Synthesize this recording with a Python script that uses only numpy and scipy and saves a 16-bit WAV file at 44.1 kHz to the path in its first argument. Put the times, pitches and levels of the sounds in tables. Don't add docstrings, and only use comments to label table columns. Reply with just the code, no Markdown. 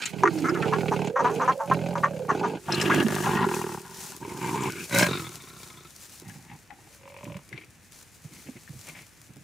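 import sys
import numpy as np
from scipy import signal
from scipy.io import wavfile
from scipy.ndimage import uniform_filter1d

SR = 44100
rng = np.random.default_rng(int(sys.argv[2]) if len(sys.argv) > 2 else 0)


def put_to_file(sound):
    columns = np.atleast_2d(sound).T
    safe = np.clip(columns, -1, 1)
    whole_steps = np.round(safe * 32767)
    wavfile.write(sys.argv[1], SR, whole_steps.astype(np.int16))


N = 415863


def from_db(db):
    return 10 ** (np.asarray(db) / 20)


def rms_one(x):
    return x / np.sqrt(np.mean(x ** 2) + 1e-20)


def evened(x):
    return x / np.sqrt(np.abs(uniform_filter1d(x ** 2, size=5000)) + 1e-6 * np.mean(x ** 2))


def in_time(rows):
    times, *columns = np.transpose(rows)
    return [np.interp(np.arange(N) / SR, times, column) for column in columns]


def drift(per_s):
    return np.interp(np.arange(N) / SR * per_s, np.arange(200), rng.standard_normal(200))


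def resonance(x, hz, *widths_hz):
    for width_hz in widths_hz:
        r = np.exp(-np.pi * width_hz / SR)
        poles = [1, -2 * r * np.cos(2 * np.pi * hz / SR), r * r]
        x = signal.lfilter([(1 - r * r) / 2, 0, (r * r - 1) / 2], poles, x)
    return x


def band(x, low_hz, high_hz, order=2):
    return signal.sosfilt(signal.butter(order, [low_hz, high_hz], "band", fs=SR, output="sos"), x)


def placed(x, lean_db):
    return np.array([x * from_db(lean_db / 2), x * from_db(-lean_db / 2)])


def stereo_noise(spectrum, white, alike):
    out, edges = 0, 30 * 2 ** np.arange(0, 9.6, .5)
    hz, level_db = np.transpose(spectrum)
    for k, (low, high) in enumerate(zip(edges, edges[1:])):
        mid, side = band(white[k % 2], low, high)
        gain = from_db(np.interp(np.log(low * high) / 2, np.log(hz), level_db))
        out = out + gain * (np.sqrt(1 + alike) * mid + np.sqrt(1 - alike) * side * [[1], [-1]])
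    return rms_one(out)


def folds(per_s, uneven, breath, puff_s, soft_hz=6000):
    count = len(per_s)
    wobble = np.repeat(rng.standard_normal(count // 400 + 1), 400)[:count]
    turns = np.cumsum(per_s * np.exp(1.5 * uneven ** 2 * wobble)) / SR + rng.random()
    breath = np.clip(breath + np.zeros(count), 0, 1)
    closings = np.diff(np.floor(turns), prepend=0) > 0
    clicks = closings * from_db((5 * uneven + 3 * breath) * rng.uniform(-1, 1, breath.shape))
    leak = .6 * breath ** 2 * np.tanh(5 * uneven)
    puffs = signal.lfilter([1], [1, -np.exp(-1 / (puff_s * SR))], clicks) + leak
    air = rms_one(puffs * rng.standard_normal(count))
    flaps = signal.sosfilt(signal.butter(2, soft_hz, fs=SR, output="sos"), clicks + 1e-18)
    return np.sqrt(1 - breath) * flaps / np.sqrt(np.mean(clicks ** 2) + 1e-20) + np.sqrt(breath) * air


def night_air():
    # frequency in Hz, relative level in dB.
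    spectrum = [(25, 0.5), (60, 5), (125, 6), (499, -10), (1010, -13.5), (2120, -8), (7270, -42),
                (16000, -47)]
    return from_db(-56.5) * stereo_noise(spectrum, rng.standard_normal((2, 2, N)), alike=.7)


def breaths():
    # full voice at in seconds, hold in seconds, chest, throat and mouth levels in dB,
    # fade in dB a second (negative grows), opening pulses a second, roughness from 0 to 1.
    growls = [(0, 0.1, -54, -46, -32, 111, 44, 0.48), (0.132, 0.58, -41, -40.5, -49, -5, 41, 0.41),
              (.6, 0.49, -34, -31, -41, 3, 43, .22), (1.22, 0.31, -39.5, -32.5, -44.5, 10, 49, 0.54),
              (1.701, 0.66, -30, -31.5, -42.5, 27, 44, .22), (2.31, 0.25, -37.5, -30, -44, 17, 57.4, 0.38),
              (2.7, 0.32, -34, -31, -32, -20, 51, 0.42), (3.07, .14, -34, -29, -29.5, -2, 50.7, 0.16),
              (3.24, 0.21, -30.5, -31, -29, -14.5, 52, 0.43), (3.471, 0.32, -34, -27, -30, 39, 40.4, 0.18),
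              (3.84, 0.33, -51.5, -51.5, -49, 9, 39.3, 0.44), (4.23, 0.16, -41, -42, -43.5, 5, 54, 0.56),
              (4.418, 0.27, -35, -37.5, -34.5, -12, 62, 0.4), (4.73, 0.1, -42.5, -46, -42, -3, 65.4, 0.59),
              (4.94, 0.091, -31, -26, -26, -66, 60.4, .24), (5.06, 0.31, -31, -27.5, -27.5, 89, 44, 0.26),
              (5.37, 0.51, -56, -54.5, -52, 6, 31.5, 0.32), (6.249, .15, -48.5, -60, -53.5, 47, 40, .6),
              (6.45, 0.1, -52, -61.5, -55.5, -66, 36.4, 0.67), (6.72, .26, -63, -59.5, -63.5, 11, 47, 0.86),
              (7.029, 0.35, -53.5, -45.5, -52, -9, 47, 0.12), (7.528, 0.027, -60, -47, -51, 150.5, 38, 0.9),
              (7.575, 0.071, -63, -47, -45.5, 199, 39, 0.8),
              (8.281, 0.29, -56, -61.5, -61.5, -15, 32, 0.88), (8.87, 0.15, -54, -64, -48.5, 12, 80, .7)]
    # level between breaths in dB, then the share of the fade each takes.
    rest_db = (-97, -103, -94)
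    fade_shares = (0.77, 0.97, 0.93)
    attack_db_per_s, release_db_per_s, sag_s = 449.5, 480, 1.0
    t = np.arange(0, N, 16) / SR
    effort_db = np.transpose([rest_db]) + np.zeros_like(t)
    per_s, rough, lead_db = np.zeros_like(t), np.zeros_like(t), np.full_like(t, -np.inf)
    for s, held_s, *levels_db, fade, pulses, roughness in growls:
        into_s = np.clip(t - s, 0, held_s)
        edge_db = -attack_db_per_s * np.maximum(s - t, 0)
        edge_db -= release_db_per_s * np.maximum(t - s - held_s, 0)
        held_db = np.transpose([levels_db]) - fade * np.outer(fade_shares, into_s)
        effort_db = np.maximum(effort_db, held_db + edge_db)
        leads = edge_db > lead_db
        per_s[leads] = pulses * np.exp(-(into_s[leads] / sag_s) ** 2)
        rough[leads] = roughness
        lead_db = np.maximum(lead_db, edge_db)
    return [np.repeat(control, 16, axis=-1)[..., :N] for control in (effort_db, per_s, rough)]


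def growl():
    # (Hz, base width in Hz, relative dB).
    throats = [(0, [(172, 54, 5.5), (408, 15, -1.5), (576, 29, -12), (860, 190, -6.5), (1560, 180, -2.5),
               (2350, 870, -2.5), (3920, 630, -16), (6300, 630, -13.5)]), (2.632, [(222, 94, 18),
               (363, 72, 23.5), (850, 126, 6), (1090, 126, 1), (1660, 110, 5), (2740, 450, -3.5)]),
               (3.24, [(231, 54, 7), (377.4, 43.4, 19), (895, 185, 6.5), (1344, 85.5, 1),
               (1604, 60.5, -0.5), (1828, 110.6, -5), (2550, 420, -10.5)]), (4.148, [(373.3, 84, 21),
               (922.7, 110, 20.5), (1580, 111, 7), (2229, 470, 5), (7140, 800, -6.5)]),
               (4.7, [(370.6, 72.7, 14), (1540, 212, 6.5), (2301, 350, 7.5)]), (4.879, [(176.5, 88, 5.5),
               (578.2, 45, 7.5), (980, 110, -1.5), (1577, 75, 3.5), (2200, 346, -1), (4010, 139, -7)]),
               (5.084, [(146, 102, 9), (340, 31.7, 3), (1054, 140, -2.5), (1317, 51, 2.5),
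               (2250, 420, -8.5), (3630, 390, -9.5)]), (6.001, [(283, 130, -3), (800, 127, 2),
               (1910, 480, -6.5)]), (6.903, [(568, 29, 11.5), (969, 180, -3), (2350, 545, -5.5)]),
               (7.46, [(294.4, 148, -7), (2150, 470, -15)])]
    # time in seconds, lean in dB.
    lean_path = [(0, -16.5), (1.2, -9), (2.6, -4), (9.43, -1.5)]
    smooth_breath = (.05, .25, .22)
    rough_breath = (.6, 1.3, 1.9)
    efforts_db, per_s, rough = breaths()
    lean_db, = in_time(lean_path)
    breath = np.transpose([smooth_breath]) + np.outer(rough_breath, rough)
    source = folds(per_s, rough, breath, puff_s=.009, soft_hz=2500)
    ranges_hz = [(68.5, 165.3), (283.5, 813), (663, 20000)]
    leans_db = [lean_db, 0.57 * lean_db, 0.5 * lean_db + 4.0]
    voiced = np.zeros_like(source)
    starts = [round(s * SR) for s, _ in throats] + [N]
    for start, end, (_, modes) in zip(starts, starts[1:], throats):
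        early = min(start, SR // 20)
        flaps = source[:, start - early:end + SR // 20]
        ringing, count = 0, flaps.shape[1]
        for hz, width_hz, level_db in modes:
            chance = np.repeat(rng.standard_normal(count // 900 + 1), 900)[:count]
            blend = from_db(1.5 * min(hz / 1000, 3) * chance)
            ringing += from_db(level_db) * resonance(flaps * blend, hz, 4.54 * width_hz, 0.94 * width_hz)
        for part, ring, edges_hz in zip(voiced, ringing, ranges_hz):
            part[start:end] = evened(band(ring, *edges_hz, order=3))[early:early + end - start]
    sway = np.arange(N) + .0015 * SR * uniform_filter1d(drift(10), size=2000)
    return sum(placed(from_db(effort_db) * np.interp(sway, np.arange(N), part), lean)
               for lean, effort_db, part in zip(leans_db, efforts_db, voiced))


def hisses_and_grass():
    # peak time in seconds, level in dB, rise and fall in seconds per 20 dB.
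    swells = [(.07, -45, 0.39, 0.14), (.5, -48, 0.88, 0.064), (0.998, -49.5, 1.9, 0.17),
              (1.3, -51.5, 0.36, 3.6), (2.72, -40, 0.16, 2.5), (3.3, -37, 0.41, 0.36),
              (3.62, -37, 0.48, 0.26), (4.04, -38.5, .25, 0.19), (4.8, -43, 2.51, 0.36),
              (5.0, -29.5, 0.15, 0.23), (5.2, -45, .2, 1.26), (6.03, -47.5, 0.21, 0.26),
              (6.13, -46, 0.15, 0.19), (6.36, -51, 0.43, 0.26), (7.97, -52.5, 0.41, 1.1),
              (8.45, -50.5, 1.06, 0.5), (8.901, -46.5, 0.56, 0.38)]
    # frequency in Hz, relative level in dB.
    colour = [(1800, -5), (3000, -5.5), (7000, 1), (10000, -3), (15000, -10.5)]
    t, level_db = np.arange(N) / SR, np.full(N, -58.5)
    for s, peak_db, rise_s, fall_s in swells:
        level_db = np.maximum(level_db, peak_db - 20 * np.maximum((s - t) / rise_s, (t - s) / fall_s))
    crackles = (rng.random(N) < 300 / SR) * from_db(6.0 * np.minimum(rng.exponential(1, N), 5))
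    crackle_tails = rms_one(signal.lfilter([1], [1, -.985], crackles))
    hiss = rng.standard_normal((2, 2, N)) * (1 + .5 * crackle_tails)
    clumps_db = 2.8 * drift(20)
    return from_db(level_db + clumps_db) * stereo_noise(colour, hiss, alike=0.77) * from_db([[1.3], [-1.3]])


def spits():
    # start in seconds, relative level in dB.
    puffs = [(0.019, -24), (0.055, -13.5), (0.384, -25.5), (0.4914, -26), (2.7214, -14), (2.7429, -16.5),
             (2.812, -12), (4.994, -10.5), (5.028, -15.5)]
    # frequency in Hz, base width in Hz, relative level in dB.
    teeth = [(2340, 1750, 1), (4020, 670, 2), (5160, 780, 4.5), (6750, 1220, 0)]
    rise_s, fall_s = 0.0018, 0.0065
    out, t = np.zeros(N), np.arange(SR // 16) / SR
    envelope = (1 - np.exp(-t / rise_s)) * np.exp(-t / fall_s)
    for (s, puff_db), blend_db in zip(puffs, rng.normal(0, 6.6, (len(puffs), len(teeth)))):
        air = rng.standard_normal(len(t))
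        hiss = sum(from_db(level_db + more_db) * resonance(air, hz, 2 * width, width)
                   for (hz, width, level_db), more_db in zip(teeth, blend_db))
        at = round(s * SR)
        out[at:at + len(t)] += from_db(puff_db) * envelope * rms_one(hiss)
    return placed(from_db(-6.5) * out, lean_db=3.5)


def moan():
    # time in seconds, throat resonance in Hz, level in dB.
    glide = [(.2, 390, -59), (.25, 370, -17), (.31, 312, -34), (.45, 288, -26.5), (.65, 412, -31.5),
             (1.1, 435, -36), (1.2, 549.4, -28.5), (1.28, 400, -31), (1.48, 529, -35.5), (1.7, 562, -38),
             (2.15, 553, -36.5), (2.3, 420, -35), (2.55, 408.4, -36.5), (2.63, 369.8, -60),
             (2.9, 321, -30.5), (3.03, 235, -22), (3.12, 202.6, -37.5)]
    pitch_hz, width_hz = 187.1, 75
    throat_hz, level_db = in_time(glide)
    source = folds(np.full(N, pitch_hz), uneven=0.27, breath=0.98, puff_s=0.0021)
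    r = np.exp(-np.pi * width_hz / SR)
    out, state = np.zeros(N), np.zeros((2, 2))
    for i in range(round(glide[0][0] * SR), round(glide[-1][0] * SR), 128):
        stage = [1, 0, -1, 1, -2 * r * np.cos(2 * np.pi * throat_hz[i] / SR), r * r]
        out[i:i + 128], state = signal.sosfilt([stage, stage], source[i:i + 128], zi=state)
    return placed(from_db(level_db) * evened(out), lean_db=-6.0)


def yelps():
    # time in seconds, level in dB, mouth resonance in Hz, rise in seconds,
    # seconds to fall 60 dB, glide as the jaw opens in octaves a second (an octave at most).
    cries = [(0.236, -8.5, 998, 0.00054, 0.025, 0.5), (0.254, -18.5, 1210, 0.0036, 0.064, -1.5),
             (0.276, -12, 1447, 0.001, 0.022, -7), (0.443, -28, 1320, 0.004, 0.16, 0.5),
             (0.487, -24, 1270, 0.0028, 0.051, 1), (0.549, -31, 1370, 0.0064, 0.11, -2.5),
             (0.626, -28, 1380, 0.0052, 0.098, 0.5), (0.727, -20, 1034, 0.0036, 0.079, 2),
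             (0.919, -19, 894.4, 0.0043, 0.062, 4.5), (1.159, -18.5, 1008, 0.0051, 0.099, 4.5),
             (1.189, -15.5, 923, 0.013, 0.076, 3), (1.246, -19, 953, 0.005, 0.13, 2.5),
             (1.398, -26, 1008, 0.0041, 0.13, 6.5), (1.417, -22.5, 920, 0.0025, 0.1, 2.5),
             (1.479, -15.5, 1026, 0.0025, 0.087, 0.5), (1.592, -26.5, 955, 0.011, 0.14, -2.5),
             (1.713, -16.5, 1010, 0.0033, 0.058, 3), (1.955, -24, 985, 0.0038, 0.078, 0.5),
             (2.034, -12, 1129, 0.0082, 0.071, 0.5), (2.288, -14.5, 1143, 0.014, 0.085, -2),
             (2.431, -19, 927, 0.012, 0.082, 1.5), (2.683, -25.5, 859.4, 0.0066, 0.066, 1),
             (2.895, -18.5, 800, 0.0081, 0.12, 38), (3.267, -21.5, 817, .004, 0.058, 0.5)]
    # ratio to the mouth resonance, base width in Hz, relative level in dB.
    mouth = [(1.002, 181, 4.5), (1.295, 74, -3), (1.54, 203, -5.5), (.7, 310, -13)]
    out, t = np.zeros(N), np.arange(SR // 5) / SR
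    for s, cry_db, mouth_hz, rise_s, length_s, opening in cries:
        pitch_hz = mouth_hz / round(mouth_hz / 245)
        source = folds(np.full(2 * len(t), pitch_hz), uneven=.16, breath=.25, puff_s=.002)
        cry = sum((-1) ** k * from_db(level_db) * resonance(source, ratio * mouth_hz, 2 * width, width)
                  for k, (ratio, width, level_db) in enumerate(mouth))
        speed = 2 ** np.clip(opening * t, -1, 1)
        cry = np.interp(np.cumsum(speed), np.arange(len(cry)), cry)
        whistle = from_db(rng.normal(-26, 3.0)) * resonance(source[:len(t)], 6200, 1100, 1100)
        envelope = (1 - np.exp(-(t / rise_s) ** 2)) * from_db(-60 * (t / length_s) ** 2)
        at = round((s - .004) * SR)
        out[at:at + len(t)] += from_db(cry_db) * envelope * rms_one(cry + whistle)
    return placed(out, lean_db=0.5)


def knocks(events, cycles, gain_db):
    out, t = np.zeros(N + SR), np.arange(SR // 8) / SR
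    for s, peak_db, hz in events:
        push = (t == 0) + 0.098 * rng.standard_normal(len(t)) * np.exp(-t * hz / cycles)
        ring = resonance(push, hz, 1.27 * hz, hz / cycles)
        at = round(s * SR)
        out[at:at + len(t)] += from_db(peak_db + gain_db) * ring / np.abs(ring).max()
    return out[:N]


def grunts():
    # start in seconds, relative peak in dB, pitch in Hz.
    thuds = [(6.222, -42, 291), (6.267, -36, 118.7), (6.352, -41, 147.6), (7.238, -37, 124.4),
             (7.268, -32, 142.4), (7.309, -34.5, 133.3), (7.351, -31.5, 142.9), (7.527, -37, 124),
             (8.246, -34.5, 135), (8.488, -31.5, 253), (8.694, -34.5, 127.8), (8.729, -38.5, 105),
             (9.293, -40.5, 137), (9.364, -42, 136)]
    return placed(knocks(thuds, cycles=2.9, gain_db=1.0), lean_db=-3.5)


def snaps():
    # start in seconds, relative peak in dB, pitch in Hz.
    stalks = [(6.2985, -44, 1704), (6.702, -47, 810), (6.706, -42, 1920), (7.5283, -36.5, 2050),
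              (7.5774, -37.5, 2280), (8.6767, -46, 1710)]
    return placed(knocks(stalks, cycles=13.5, gain_db=5.7), lean_db=9.4)


def scene():
    cats = growl() + moan() + yelps() + spits() + grunts() + snaps()
    echo = np.array([np.roll(cats[0], 190), np.roll(cats[1], 310)])
    return cats + from_db(-7.0) * band(echo, 1310, 6000) + night_air() + hisses_and_grass()


def record(dry):
    thinned = signal.sosfilt(signal.butter(3, 55, "high", fs=SR, output="sos"), dry)
    return signal.sosfilt(signal.cheby2(20, 70, 16100, fs=SR, output="sos"), thinned)


dry = scene()
out = record(dry)
put_to_file(out)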